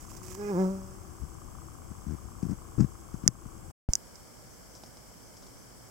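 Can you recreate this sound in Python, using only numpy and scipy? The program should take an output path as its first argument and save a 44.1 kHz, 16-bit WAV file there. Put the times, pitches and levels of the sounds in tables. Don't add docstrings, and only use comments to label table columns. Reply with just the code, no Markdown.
import sys
import numpy as np
from scipy import signal
from scipy.fft import rfft, irfft
from scipy.io import wavfile
from scipy.ndimage import uniform_filter1d

SR = 44100
rng = np.random.default_rng(int(sys.argv[2]) if len(sys.argv) > 2 else 0)


def transcribe(signal):
    frames = np.atleast_2d(signal).T
    limited = np.clip(frames, -1, 1)
    pcm = np.round(limited * 32767).astype(np.int16)
    wavfile.write(sys.argv[1], SR, pcm)


N = 260190
TIME = np.arange(N) / SR
FREQS = np.maximum(np.fft.rfftfreq(N, 1 / SR), 1)

# t/s, f/Hz
WING_RATE = [(0.33, 185), (0.35, 182.2), (0.39, 206), (0.502, 205.9), (0.558, 169.5), (0.602, 190.6),
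             (0.674, 185.5), (0.72, 195), (0.8, 190)]
# t/s, turn (0 head-on, 1 away)
BEE_TURN = [(0.485, 0.05), (0.535, 0.53), (0.62, 0.64), (0.68, 0.98), (0.84, 1), (0.95, 0.5)]
# f/Hz, level/dB
BUZZ_FRONT = [(200, -4.5), (410, 3), (620, -19.5), (830, -14.5), (1050, -24.5), (1250, -18.5),
              (1460, -29.5), (1670, -18), (1880, -49.5), (2080, -24.5), (2260, -39), (2500, -28),
              (3000, -47.5), (3800, -56), (4500, -51)]
BUZZ_BEHIND = [(190, 4), (380, -6), (570, -8.5), (760, -21), (950, -17.5), (1140, -23), (1330, -25.5),
               (1520, -41), (1720, -38), (1900, -54), (2100, -49), (2700, -66.5), (4500, -51)]
# f/Hz, pan/dB
BUZZ_SHADE = [(190, 3.5), (380, -2.5), (700, -2.5), (1300, -11), (2400, -20.5), (4400, -26)]
# f/Hz, level/dB
AIR_TONE = [(900, 0.5), (2200, -5.5), (4000, -22), (5200, 1.5), (8000, -4.5), (10000, -16.5), (15500, -9.5)]
EDDY_TONE = [(100, 2), (300, -8), (700, -6.5), (1300, -9.5), (2000, -28), (4000, -70)]
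STAMEN_TONE = [(700, -4), (1500, -9), (2400, -8), (4000, -16.5), (5300, -2.5), (7500, -1), (10000, -9.5),
               (15500, -12)]
SKIN_TONE = [(400, 8.5), (1100, 13), (2000, 2), (4000, -16), (5300, 5.5), (7500, 0), (10000, -20),
             (15500, -16.5)]
# t/s, length/s, level/dB
STAMEN_STROKES = [(0.0, 0.051, -55), (0.089, .065, -54.5), (0.164, 0.0083, -48.5), (0.226, 0.071, -52),
                  (0.298, .03, -48), (0.342, 0.0091, -48.5)]
# t/s, length/s, knock level/dB, thud level/dB
HAND_DRAGS = [(1.22, .02, -35.5, -27), (1.904, .02, -36, -32), (2.067, 0.081, -27.5, -29.5),
              (2.44, .036, -25, -41), (2.486, 0.0542, -22.5, -29), (2.781, 0.076, -17, -25)]
# t/s, level/dB
FINGER_BUMPS = [(2.253, -40.5), (2.429, -17.5), (2.514, -27.5), (2.806, -12.5), (3.141, -24.5),
                (3.237, -25.5), (3.263, -22), (3.284, -15.5), (3.458, -32)]
# f/Hz, level/dB, time to fade by 60 dB/s
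BODY_NOTES = [(121.8, -2.5, 0.057), (186.6, 2, 0.028), (309.6, -2.5, 0.016)]
CASING_NOTES = [(2080, -18, 0.005), (4950, -12, 0.0064), (5630, 4, 0.0021), (6700, 1.5, 0.0016),
                (7750, -10.5, 0.0044), (8600, -19, 0.0051), (12500, -32.5, 0.0022), (14540, -21, 0.002)]
# t/s, level/dB, pan/dB, dull share/dB
CONTROL_CLICKS = [(3.278, 7, -2.5, -7.5), (3.935, -2.5, -6, -15), (3.9539, -9, -3, -14.5)]
# t/s, level/dB, decay/s, pan/dB, dull share/dB
GRIP_CREAKS = [(4.156, -46.5, 0.0046, -15, -10), (4.751, -51.5, 0.02, 6, -4),
               (4.8358, -49, 0.0057, -5, 1.5), (4.861, -53, .008, 2, -11), (4.971, -50.5, 0.0041, -3, 0.5),
               (5.368, -51.5, 0.0088, 6, -5), (5.423, -56.5, 0.02, 4, 1), (5.466, -54.5, 0.0064, 3, 3.5)]
# f/Hz, level/dB
BRIGHT_CREAK_TONE = [(2500, -30), (4300, -20), (5100, 8), (6300, 3), (8000, -6), (15000, -34)]
DULL_CREAK_TONE = [(150, -2), (650, 2), (1300, -4), (2000, -35), (3500, -11.5), (4500, -7.5), (8000, -35)]
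LENS_STARTS = [4.502, 4.70, 5.227, 5.572]
# start t/s, end t/s, place in the frame (0-1), f/Hz, width/Hz, level/dB, pan/dB
FRAME_PIPS = [(0, 3.56, 0.54, 1133, 300, -63, 33.5), (0, 3.6, 0.01, 6370, 395, -73.5, 11.5),
              (0, 3.7, 0.3, 6380, 390, -71.5, 8.5), (3.89, 8.1, 0.03, 3120, 300, -78.5, 0)]
# f/Hz, width/Hz, level/dB, pan/dB
HUM_BANDS = [(333.8, 25, -63, 22.5), (374, 17, -82.5, -8), (777, 65, -76.5, 25.5), (7700, 60, -73, 17)]
# f/Hz, level/dB
FIRST_HISS = [(15, -46.5), (25, -4.5), (86, -3), (215, -12.5), (331, -14.5), (482, -21), (523, -20.5),
              (648, -23), (782, -19.5), (871, -23.5), (1080, -20.5), (1900, -31.5), (4040, -36.5),
              (7700, -32), (15500, -40)]
SECOND_HISS = [(15, -30), (25, -13), (55, 1), (86, -7), (119, 1.5), (148, -7.5), (173, -4.5), (389, -10.5),
               (495, -9.5), (2170, -20), (2700, -25), (3170, -25.5), (4150, -21.5), (5140, -20),
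               (15500, -29)]
# f/Hz, pan/dB
FIRST_PAN = [(40, 18.5), (110, 8), (200, 8.5), (450, -2), (1100, 4.5), (2000, -0.5), (15000, -0.5)]
SECOND_PAN = [(40, -1), (130, -1), (300, -1.5), (1000, 0), (5000, 2.5), (8000, 0), (15000, 1)]
# f/Hz, likeness (0-1)
HISS_LIKENESS = [(60, 0.2), (150, 0), (380, 0.0057), (950, 0.24), (2380, 0), (5980, 0.12), (15000, 0.0)]
# f/Hz, width/Hz, level/dB
MIC_OPENINGS = [(1890, 170, -6), (2630, 300, -6), (3924, 520, -10), (5460, 360, 4), (7790, 760, 5)]

LIFT_OFF_S, BUZZ_DB = 0.387, -23.5
GAP_FROM_S, GAP_TO_S = 3.71, 3.8885
CUTOFF_HZ = 15900


def bee(jitter=0.0051, flutter_db=4.0, skew_rad=1.06, left_late_s=0.00028, gone_s=1.3):
    beat_hz = over_time(WING_RATE)
    heard = TIME < gone_s
    level_db, away = flight_level()[heard], over_time(BEE_TURN)[heard]
    phase = 2 * np.pi * np.cumsum(beat_hz * (1 + jitter * drift(40))) / SR
    mic_phase = (phase - 2 * np.pi * beat_hz * [[left_late_s], [0]])[:, heard]
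    buzz, power, flutter = np.zeros((2, N)), 0, drift(36)
    for k in range(1, 23):
        hz = k * beat_hz[heard]
        gain = from_db((1 - away) * at_hz(BUZZ_FRONT, hz) + away * at_hz(BUZZ_BEHIND, hz))
        power += gain ** 2 / 2
        waver = from_db(flutter_db * np.log10(k) * np.roll(flutter, rng.integers(N))[heard])
        sides = panned(at_hz(BUZZ_SHADE, hz) - 0.6)
        buzz[:, heard] += gain * waver * np.cos(k * mic_phase + skew_rad) * sides
    buzz[:, heard] *= from_db(level_db) / np.sqrt(power)
    air = shaped_noise(AIR_TONE) * unit_power(from_db(1.5 * np.cos(phase)))
    air_db = -49 + 0.42 * (level_db - BUZZ_DB) - 6 * away
    buzz[:, heard] += air[heard] * from_db(air_db) * panned(-12)
    return buzz


def flight_level(pass_s=0.62, closest_m=0.035, speed_m_per_s=0.43, accel_m_per_s2=1):
    since = TIME - pass_s
    distance = np.hypot(closest_m, speed_m_per_s * since + .5 * accel_m_per_s2 * since ** 2)
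    warm_up = np.clip((TIME - 0.13) / 0.2, 1e-3, 1)
    perched = .5 - .5 * np.tanh((TIME - LIFT_OFF_S) / 0.0091)
    effort_db = 0.0752 * (over_time(WING_RATE) - 196) - 8 * perched
    return BUZZ_DB + effort_db + 20 * np.log10(warm_up * (closest_m / distance) ** 2)


def wing_eddies(share_db=-28):
    return shaped_noise(EDDY_TONE) * from_db(flight_level() + share_db) * panned(-3)


def stamens(grain_db=3.5, rustle_db=-61, rise_s=0.0036, decay_s=0.01):
    rub = shaped_noise(STAMEN_TONE) * unit_power(from_db(grain_db * drift(350)))
    strokes = []
    for start, length, db in STAMEN_STROKES + [(0, LIFT_OFF_S, rustle_db)]:
        rise = np.clip((TIME - start) / rise_s, 0, 1)
        fall = np.exp(-np.clip(TIME - start - length, 0, 1) / decay_s)
        strokes.append(from_db(db) * rise * fall)
    return rub * np.max(strokes, axis=0) * panned(-15)


def hand(thud_hz=65, thud_ring_s=0.13, bump_thud_db=-33, soft_hz=430):
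    blows = [(start, db, bump_thud_db) for start, db in FINGER_BUMPS] + hand_slips()
    times, knock_db, thud_db = np.transpose(blows)
    friction = shaped_noise(SKIN_TONE)
    knocks = strike(times - .002, from_db(knock_db - 1), BODY_NOTES, spread_db=2)
    knocks += strike(times - .004, from_db(thud_db), [(thud_hz, -4, thud_ring_s)], spread_db=2)
    knocks = filtered(knocks, 4, soft_hz, "low")
    knocks = filtered(knocks, 1, 45, "high")
    rubs = fading(times, -39 + 0.63 * knock_db, decay_s=0.0068)
    bump_s, bump_db = np.transpose(FINGER_BUMPS)
    ticks = fading(bump_s - .002, bump_db - 25, decay_s=0.002)
    return knocks * panned(23) + (rubs + ticks) * friction * panned(4)


def hand_slips(wait_s=0.0115, jitter=0.25, spread_db=2.5, edge_db=-4.5):
    rows = []
    for start, length, knock_db, thud_db in HAND_DRAGS:
        gaps, sizes = rng.standard_normal((2, 12))
        waits = wait_s * np.exp(jitter * gaps)
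        for age, size in zip(np.cumsum(waits) - waits[0], sizes):
            if age < length:
                arch_db = edge_db * (2 * age / length - 1) ** 2
                rows.append((start + age, knock_db + arch_db + spread_db * size, thud_db))
    return rows


def control_clicks(rattle_db=-35, rattle_s=0.0029, left_late_s=0.000035, bright_hz=4950):
    times, level_db, pan_db, dull_db = np.transpose(CONTROL_CLICKS)
    left, right = [strike(times, side * from_db(level_db), CASING_NOTES, spread_db=4.5)
                   for side in panned(pan_db)]
    snap = np.array([np.interp(TIME - left_late_s, TIME, left), right])
    bright = filtered(snap, 8, bright_hz, "high")
    dull = filtered(snap, 2, bright_hz / 2, "low")
    snap = bright + from_db(np.interp(TIME, times, dull_db)) * dull
    age = TIME[:SR // 40]
    rattle = rng.standard_normal((2, len(age))) * np.exp(-age / rattle_s) * from_db(rattle_db)
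    return snap + signal.fftconvolve(snap, rattle, axes=1)[:, :N]


def switch_on_thump(step_db=-7, rise_s=0.00097, swing_s=0.0037, settle_s=0.0041, right_late_s=0.0014):
    age = np.maximum(TIME - GAP_TO_S - np.array([[0], [right_late_s]]), 0)
    step = -from_db(step_db) * (1 - np.exp(-age / rise_s))
    return step * (1 - age / swing_s) * np.exp(-age / settle_s)


def grip_creaks():
    bright, dull = shaped_noise(BRIGHT_CREAK_TONE), shaped_noise(DULL_CREAK_TONE)
    return sum(fading(start, db, decay_s) * (bright + from_db(dull_db) * dull) * panned(pan_db)
               for start, db, decay_s, pan_db, dull_db in GRIP_CREAKS)


def lens_motor(whine_hz=6170, wobble_hz=55, length_s=0.063, level_db=-63):
    running = from_db(level_db) * sum((TIME > t) & (TIME < t + length_s) for t in LENS_STARTS)
    phase = 2 * np.pi * np.cumsum(whine_hz + wobble_hz * drift(71)) / SR
    return uniform_filter1d(running, size=300) * np.sin(phase) * panned(-6)


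def camera_whirr(frames_per_s=29.97, pip_frames=0.053):
    out = np.zeros((2, N))
    for start, end, place, hz, width, level_db, pan_db in FRAME_PIPS:
        offset = (TIME * frames_per_s - place + .5) % 1 - .5
        bursts = unit_power(np.exp(-(offset / pip_frames) ** 2)) * (TIME >= start) * (TIME < end)
        tone = np.sin(2 * np.pi * hz * TIME + drift(20))
        pip = unit_power(tone + .35 * narrow_noise(hz, width))
        out += bursts * pip * from_db(level_db) * panned(pan_db)
    for hz, width, level_db, pan_db in HUM_BANDS:
        out += narrow_noise(hz, width) * from_db(level_db) * panned(pan_db) * (TIME < GAP_FROM_S)
    return out


def garden_hiss(tone, pan, level_db):
    openings_db = sum(db * np.exp(-((FREQS - hz) / width) ** 2) for hz, width, db in MIC_OPENINGS)
    gain = from_db(at_hz(tone, FREQS) + openings_db) * (FREQS > 15) * (FREQS < CUTOFF_HZ)
    alike = at_hz(HISS_LIKENESS, FREQS)
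    middle, side = rfft(rng.standard_normal((2, N)))
    pair = middle + np.sqrt((1 - alike) / (1 + alike)) * side * [[1], [-1]]
    out = irfft(pair * gain * panned(at_hz(pan, FREQS)), N)
    return from_db(level_db) * out / np.std(out.mean(axis=0))


def strike(times, gains, notes, spread_db):
    at, out = np.round(times * SR).astype(int), np.zeros(N)
    chance = rng.standard_normal((len(at), len(notes)))
    for k, (hz, level_db, ring_s) in enumerate(notes):
        kicks = np.zeros(N)
        kicks[at] = gains * from_db(level_db + spread_db * chance[:, k])
        decay, angle = from_db(-60 / (ring_s * SR)), 2 * np.pi * hz / SR
        feedback = [1, -2 * decay * np.cos(angle), decay ** 2]
        out += (-1) ** k * signal.lfilter([0, np.sin(angle)], feedback, kicks + 1e-18)
    return out


def fading(times, level_db, decay_s):
    out = np.zeros(N)
    for start, db, decay in np.broadcast(times, level_db, decay_s):
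        at = round(start * SR)
        age = TIME[:min(SR // 4, N - at)]
        out[at:at + len(age)] += from_db(db) * np.exp(-age / decay)
    return out


def noise(gain):
    return unit_power(irfft(rfft(rng.standard_normal(N)) * gain, N))


def shaped_noise(tone):
    return noise(from_db(at_hz(tone, FREQS)))


def narrow_noise(hz, width):
    return noise(1 / (1 + ((FREQS - hz) / width * 2) ** 4) ** .5)


def drift(rate_hz):
    return noise(1 / (1 + (FREQS / rate_hz) ** 2))


def filtered(x, order, hz, keep):
    return signal.sosfilt(signal.butter(order, hz, keep, fs=SR, output="sos"), x)


def panned(pan_db):
    gains = from_db(np.array([[.5], [-.5]]) * pan_db)
    return gains / gains.mean(axis=0)


def over_time(points):
    return np.interp(TIME, *np.transpose(points))


def at_hz(points, hz):
    freqs, values = np.transpose(points)
    return np.interp(np.log(hz), np.log(freqs), values)


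def from_db(db):
    return 10 ** (np.asarray(db) / 20)


def unit_power(x):
    return x / np.sqrt(np.mean(x ** 2) + 1e-20)


def scene():
    first = garden_hiss(FIRST_HISS, FIRST_PAN, level_db=-49) + bee() + wing_eddies() + stamens()
    second = garden_hiss(SECOND_HISS, SECOND_PAN, level_db=-54) + grip_creaks() + lens_motor()
    whirr = camera_whirr()
    fade_out = np.clip((GAP_FROM_S - TIME) / .008 + 1, 0, 1)
    shots = (first + whirr) * fade_out + (second + whirr) * (TIME > GAP_TO_S)
    return shots + control_clicks() + switch_on_thump() + hand()


def record(dry, threshold_db=-3, release_db_per_s=22, attack_s=0.00068):
    over_db = np.maximum(20 * np.log10(np.abs(dry.mean(axis=0)) + 1e-9) - threshold_db, 0)
    held_db = np.maximum.accumulate(over_db + release_db_per_s * TIME) - release_db_per_s * TIME
    smooth = np.exp(-1 / (attack_s * SR))
    ducked = dry * from_db(-signal.lfilter([1 - smooth], [1, -smooth], held_db))
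    flattened = np.clip(signal.resample_poly(ducked, 2, 1, axis=1), -1, 1)
    out = signal.resample_poly(flattened, 1, 2, axis=1)
    return signal.sosfilt(signal.ellip(10, .1, 70, CUTOFF_HZ, fs=SR, output="sos"), out)


dry = scene()
out = record(dry)
transcribe(out)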